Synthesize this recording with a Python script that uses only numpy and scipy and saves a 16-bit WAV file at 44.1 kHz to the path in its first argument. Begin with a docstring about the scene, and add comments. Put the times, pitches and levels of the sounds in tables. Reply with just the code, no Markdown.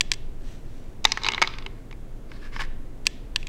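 """Hand typesetting, close up, in a quiet room with ventilation rumble and mains hum throughout.
First, small lead sorts click against a hand-held metal composing stick and a thumb slides along it.
From 1 s, fingers rummage in a wooden type case: pieces knock and rattle, and the tray drums softly.
Around 2.5 s a sort scrapes over the wood, and just after 3 s it clicks home in the stick.
A faint, dull room tail follows each click."""
import sys
import numpy as np
from scipy import signal
from scipy.fft import rfft, irfft, next_fast_len
from scipy.io import wavfile

SR = 44100
rng = np.random.default_rng(int(sys.argv[2]) if len(sys.argv) > 2 else 0)


def store_pcm(level_fs):
    """Save levels as 16-bit WAV."""
    pcm = np.round(np.clip(level_fs, -1, 1) * 32767).astype(np.int16)
    wavfile.write(sys.argv[1], SR, np.atleast_2d(pcm).T)


N = 153468

# Ventilation, deep rumble under faint hiss. 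Each row: frequency in Hz, gain in dB.
VENTILATION_EQ = [(8.8, -34), (15, 9), (29, -5), (60, -14.5), (76, -23.5), (124, -14.5), (147, -24.5),
                  (278, -23), (643, -35), (787, -38.5), (1250, -44.5), (1670, -46), (5150, -58),
                  (7080, -57.5), (15000, -64.5)]

# The tray drumming under the fingers. Each row: middle and half length in seconds, level in dB.
TRAY_SWELLS = [(1.39, 0.099, -44), (1.67, 0.021, -44)]
# Pieces shifting in the case. Each row: middle and half length in seconds, level in dB.
RATTLE_SWELLS = [(1.048, 0.0024, -25), (1.095, 0.065, -53.5), (1.25, 0.036, -38.5), (1.33, 0.1, -43),
                 (1.445, 0.014, -38)]
# A sort dragged over the wood. Each row: middle and half length in seconds, level in dB, pitch in Hz.
SCRAPE_STROKES = [(2.348, 0.052, -54, 4450), (2.452, 0.035, -46.5, 1650), (2.536, 0.015, -46.5, 2070),
                  (2.568, 0.023, -44.5, 5200), (2.613, 0.015, -28.5, 1660), (2.644, 0.011, -40.5, 1890)]
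# The tone of lead scraping wood. Each row: frequency in Hz, gain in dB.
SCRAPE_EQ = [(300, -16), (700, -23), (1100, 2.5), (1400, -3.5), (1690, 5.5), (1900, -2), (2200, 0.5),
             (3000, -5), (5200, -9), (6000, -14), (9000, -23.5), (15000, -35)]
# Sorts knocking in the case. Each row: start in seconds, level in dB, treble in dB, pitch in Hz.
KNOCKS = [(1.0435, -28.5, 8, 7000), (1.0511, -12.5, 3, 1850), (1.0523, -10, 11, 3760),
          (1.071, -33, -8, 2900), (1.1194, -16.5, 6, 5440), (1.1736, -22.5, 0, 1750),
          (1.2348, -26.5, 11, 3670), (1.2455, -22.5, -7, 4040), (1.2541, -30, -1, 4600),
          (1.265, -19.5, -4, 4100), (1.2713, -29.5, -1, 2500), (1.2765, -30, -10, 3910),
          (1.286, -15, 3.5, 2970), (1.2907, -35, -2, 2600), (1.302, -29.5, -10, 2220),
          (1.3193, -26, 6, 2040), (1.3354, -25, -14, 3800), (1.3461, -24, -2, 3680),
          (1.379, -22.5, -14, 1950), (1.4174, -13.5, 1.5, 2010), (1.4232, -12.5, 3, 2070),
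          (1.4257, -19.5, 4, 2020), (1.436, -25, -1, 2150), (1.4451, -27, -10.5, 2180),
          (1.4742, -24.5, 0.5, 3660), (1.538, -36, -9, 3730), (1.5853, -34.5, 2, 4500),
          (1.624, -41.5, -4.5, 3680), (1.6631, -29.5, -2.5, 2730), (1.9112, -43.5, -0.5, 2858),
          (1.9272, -42, -0.5, 2370), (2.3169, -40.5, -4, 1650), (2.5627, -30, -12, 1750),
          (2.594, -30, -21, 1650), (2.608, -32, -6, 1650), (2.619, -32, -5, 1720)]
# The ring of the loaded case. Each row: frequency in Hz, resonance height in dB, T60 in seconds.
CASE_RESONANCES = [(382, -8, 0.1), (449, -4, .08), (888, 3, 0.031), (1090, 0.5, 0.035), (1261, 0, 0.039),
                   (1660, -7.5, 0.064), (2040, -4, 0.034), (2203, 3.5, 0.026), (2950, -5.5, 0.02),
                   (3570, -7, 0.02), (3836, -4, 0.012), (4930, -8, 0.018), (6260, -14, 0.0089),
                   (7050, -19, 0.016)]
# The woody attack of a knock. 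Each row: frequency in Hz, gain in dB.
CASE_CRACK_EQ = [(150, -29.5), (600, -12), (900, 6.5), (1500, 4.5), (2200, 6.5), (4000, 3), (6000, -4.5),
                 (8000, -16), (10000, -30), (16000, -41)]

# The thumb sliding along the stick. Each row: middle and half length in seconds, level in dB.
RUB_SWELLS = [(.5, 0.082, -56), (.78, 0.16, -62), (3.062, 0.0037, -41.5), (3.4, 0.047, -57)]
# The tone of skin on metal. Each row: frequency in Hz, gain in dB.
RUB_EQ = [(500, -10.5), (1760, 2.5), (4000, -0.5), (5400, -5.5), (5780, 1), (6200, -4.5), (7500, -8.5),
          (8000, -4.5), (9000, -15.5), (15000, -23.5)]
# Sorts set against the stick. Each row: start in seconds, level in dB, treble in dB, pitch in Hz.
CLICKS = [(.0087, -13.5, -3, 2930), (0.1172, -15.5, -4, 5700), (0.1363, -32.5, 3, 2000),
          (0.14, -35, -6, 8100), (3.0555, -42, -2, 3000), (3.0682, -12.5, -2, 2410),
          (3.3602, -16.5, -8.5, 2910), (3.4293, -38, -13.5, 2600), (3.4699, -34, -4.5, 2550)]
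# The stick with a sort against it. Each row: frequency in Hz, resonance height in dB, T60 in seconds.
STICK_RESONANCES = [(1061, 2, 0.018), (1733, -3.5, 0.04), (1760, -10, 0.3), (2723, -3.5, 0.0061),
                    (3320, -4.5, 0.011), (3400, -11.5, 0.33), (5790, -20, 0.35), (4060, -9.5, 0.006),
                    (4680, -1, 0.0056), (5470, -6.5, 0.011), (6800, -9, .012), (7960, -10, 0.04),
                    (10720, -16.5, 0.02)]
# The bright attack of a click. Each row: frequency in Hz, gain in dB.
STICK_CRACK_EQ = [(200, -26.5), (700, -36.5), (1450, -18), (1900, -4.5), (3200, -1.5), (5500, -4.5),
                  (8000, -5), (11000, -28), (16000, -27)]

RATTLE_GRAINS_PER_S, FRICTION_GRAINS_PER_S, GRAIN_SPREAD_DB = 350, 3500, 2.5
BASS_HZ, TREBLE_HZ = 1403, 6000  # shelf corners for each contact
BASS_DB_PER_OCTAVE, MIDDLE_PIECE_HZ, MAX_BASS_DB = 5.5, 2470, 4.5
STICK_SEND_DB, CASE_SEND_DB = -30, -22


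def undb(db):
    """Decibels to gain."""
    return 10 ** (np.asarray(db) / 20)


def unit_rms(x):
    """Scale to rms 1."""
    return x / np.sqrt(np.mean(x ** 2))


def unit_energy(x):
    """Scale to energy 1."""
    return x / np.sqrt(np.sum(x ** 2))


def butter(x, hz, kind):
    """Gentle low-, high- or band-pass."""
    return signal.sosfilt(signal.butter(2, hz, kind, fs=SR, output="sos"), x)


def eq(x, points):
    """Minimum-phase EQ through (Hz, dB) points, so nothing rings ahead of an attack."""
    size = 2 * next_fast_len(len(x))
    hz, db = np.array(points, float).T
    bins_hz = np.maximum(np.fft.rfftfreq(size, 1 / SR), 1)
    gain = undb(np.interp(np.log(bins_hz), np.log(hz), db))
    cepstrum = irfft(np.log(gain))
    cepstrum[1:size // 2] *= 2
    cepstrum[size // 2 + 1:] = 0
    return irfft(rfft(x, size) * np.exp(rfft(cepstrum)), size)[:len(x)]


def decay(t, t60):
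    """Exponential decay, 60 dB down at t60."""
    return np.exp(-np.log(1000) * t / t60)


def add(out, x, start):
    """Mix x into out from a time in seconds."""
    i = int(start * SR)
    out[i:i + len(x)] += x[:max(len(out) - i, 0)]


def swells(rows):
    """A bell-shaped envelope for each movement of the fingers."""
    t = np.arange(N) / SR
    return sum(undb(db) * np.exp(-((t - middle) / half) ** 2) for middle, half, db in rows)


def grains(per_s):
    """Tiny contacts at random moments, of uneven size."""
    hits = rng.random(N) < per_s / SR
    sizes = undb(GRAIN_SPREAD_DB * rng.standard_normal(N))
    return hits * sizes * rng.choice([-1, 1], N)


def room_tone(air_db=-32, hum_hz=118.7, hum_db=-62):
    """The bed: ventilation rumble with faint hiss, and mains hum."""
    air = eq(rng.standard_normal(N + SR), VENTILATION_EQ)[SR:]
    hum = np.sqrt(2) * np.sin(2 * np.pi * hum_hz * np.arange(N) / SR)
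    return undb(air_db) * unit_rms(air) + undb(hum_db) * hum


def room_tail(send, low_t60=0.58, high_t60=0.28, split_hz=4000, build_s=0.046, top_hz=7200):
    """A diffuse, dull reverb whose treble dies first."""
    t = np.arange(SR) / SR
    low = butter(rng.standard_normal(SR), split_hz, "low") * decay(t, low_t60)
    high = butter(rng.standard_normal(SR), split_hz, "high") * decay(t, high_t60)
    tail = unit_energy((low + high) * (1 - np.exp(-t / build_s)))
    return signal.fftconvolve(send, butter(tail, top_hz, "low"))[:N]


def tray_drumming():
    """Fingers push the heap about, and the lowest mode of the case drums softly."""
    resonance = signal.iirpeak(CASE_RESONANCES[0][0], Q=9, fs=SR)
    drum = grains(RATTLE_GRAINS_PER_S)
    for _ in range(2):
        drum = signal.lfilter(*resonance, drum)
    return unit_rms(drum) * swells(TRAY_SWELLS)


def impact(modes, detune, spread_s, band_hz, crack_eq, crack_db, crack_t60):
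    """One hit: detuned modes start up to spread_s apart and radiate in band_hz, under a noisy crack."""
    t = np.arange(int(max(t60 for _, _, t60 in modes) * SR)) / SR
    body = 0
    for hz, db, t60 in modes:
        age = np.maximum(t - spread_s * rng.random(), 0)
        detuned_hz = hz * (1 + detune * rng.standard_normal())
        body = body + undb(db) / t60 * decay(age, t60) * np.sin(2 * np.pi * detuned_hz * age)
    body = butter(body, band_hz, "band")
    crack = eq(rng.standard_normal(len(t)) * decay(t, crack_t60), crack_eq)
    return unit_energy(body) + undb(crack_db) * unit_energy(crack)


def sort_ring(x, hz, ring_db):
    """The sort itself adds a resonance at its own pitch."""
    return x + undb(ring_db) * signal.lfilter(*signal.iirpeak(hz, Q=7, fs=SR), x)


def contact(x, db, bass_db=0, treble_db=0):
    """Give a contact its weight and hardness, and the energy of 5 ms of sound at db."""
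    shelves = [(BASS_HZ / 2, bass_db), (BASS_HZ, bass_db), (2 * BASS_HZ, 0), (TREBLE_HZ, treble_db)]
    return unit_energy(eq(x, shelves)) * np.sqrt(0.005 * SR) * undb(db)


def edge_tick(t60=0.013, low_hz=8000):
    """The short, bright snap of hard edges meeting."""
    t = np.arange(int(t60 * SR)) / SR
    return butter(rng.standard_normal(len(t)) * decay(t, t60), low_hz, "high")


def case_impact():
    """Lead on lead and wood: the blow spreads through the pile."""
    return impact(CASE_RESONANCES, detune=0.0051, spread_s=0.000961, band_hz=(310, 6740),
                  crack_eq=CASE_CRACK_EQ, crack_db=0.5, crack_t60=0.013)


def case_rattle():
    """Pieces shift under the fingers, and each tiny hit rings the case."""
    rattle = signal.fftconvolve(grains(RATTLE_GRAINS_PER_S), case_impact())[:N]
    return unit_rms(rattle) * swells(RATTLE_SWELLS)


def case_scrapes():
    """A sort drags over the wooden floor: gritty friction with a pitch for each stroke."""
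    friction = eq(grains(FRICTION_GRAINS_PER_S), SCRAPE_EQ)
    return sum(unit_rms(sort_ring(friction, hz, ring_db=2.5)) * swells([(middle, half, db)])
               for middle, half, db, hz in SCRAPE_STROKES)


def type_case():
    """Sorts rattle, scrape and knock together; returns the direct sound and a broader room send."""
    direct = case_rattle() + case_scrapes()
    send = direct.copy()
    for start, db, treble_db, hz in KNOCKS:
        blow = case_impact()
        # Heavier, lower pieces draw more bass from the wood.
        bass_db = min(BASS_DB_PER_OCTAVE * np.log2(MIDDLE_PIECE_HZ / hz), MAX_BASS_DB)
        knock = sort_ring(blow, hz, ring_db=6)
        add(direct, contact(knock, db, bass_db, treble_db), start)
        add(direct, contact(edge_tick(), db - 37), start)
        crack = eq(signal.unit_impulse(len(blow)), CASE_CRACK_EQ)
        add(send, contact(blow + 2 * unit_energy(crack), db, treble_db=treble_db), start)
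    return direct, send


def thumb_rub():
    """The thumb slides along the metal with a fine-grained whisper."""
    return unit_rms(eq(grains(FRICTION_GRAINS_PER_S), RUB_EQ)) * swells(RUB_SWELLS)


def stick_impact():
    """Metal on metal: all modes start at once."""
    return impact(STICK_RESONANCES, detune=0.0031, spread_s=0, band_hz=(1985, 9550),
                  crack_eq=STICK_CRACK_EQ, crack_db=-1.5, crack_t60=0.017)


def composing_stick():
    """The thumb rubs and sorts click home; returns the direct sound and a broader room send."""
    direct = thumb_rub()
    send = direct.copy()
    for start, db, treble_db, hz in CLICKS:
        click = sort_ring(stick_impact(), hz, ring_db=0)
        add(direct, contact(click, db, treble_db=treble_db), start)
        crack = eq(signal.unit_impulse(len(click)), STICK_CRACK_EQ)
        add(send, contact(crack, db, treble_db=treble_db), start)
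    return direct, send


def scene():
    """The mono mix: the stick close and nearly dry, the case a little farther off and wetter."""
    bed = room_tone()
    stick, stick_send = composing_stick()
    case, case_send = type_case()
    send = undb(STICK_SEND_DB) * stick_send + undb(CASE_SEND_DB) * case_send
    return (bed + stick + case + tray_drumming() + room_tail(send))[None]


def record(dry):
    """The sharpest peaks clip at full scale, then a steep low-pass cuts the top."""
    top_cut = signal.ellip(8, 0.2, 70, 15700, fs=SR, output="sos")
    return signal.sosfilt(top_cut, np.clip(dry, -1, 1))


dry = scene()
out = record(dry)
store_pcm(out)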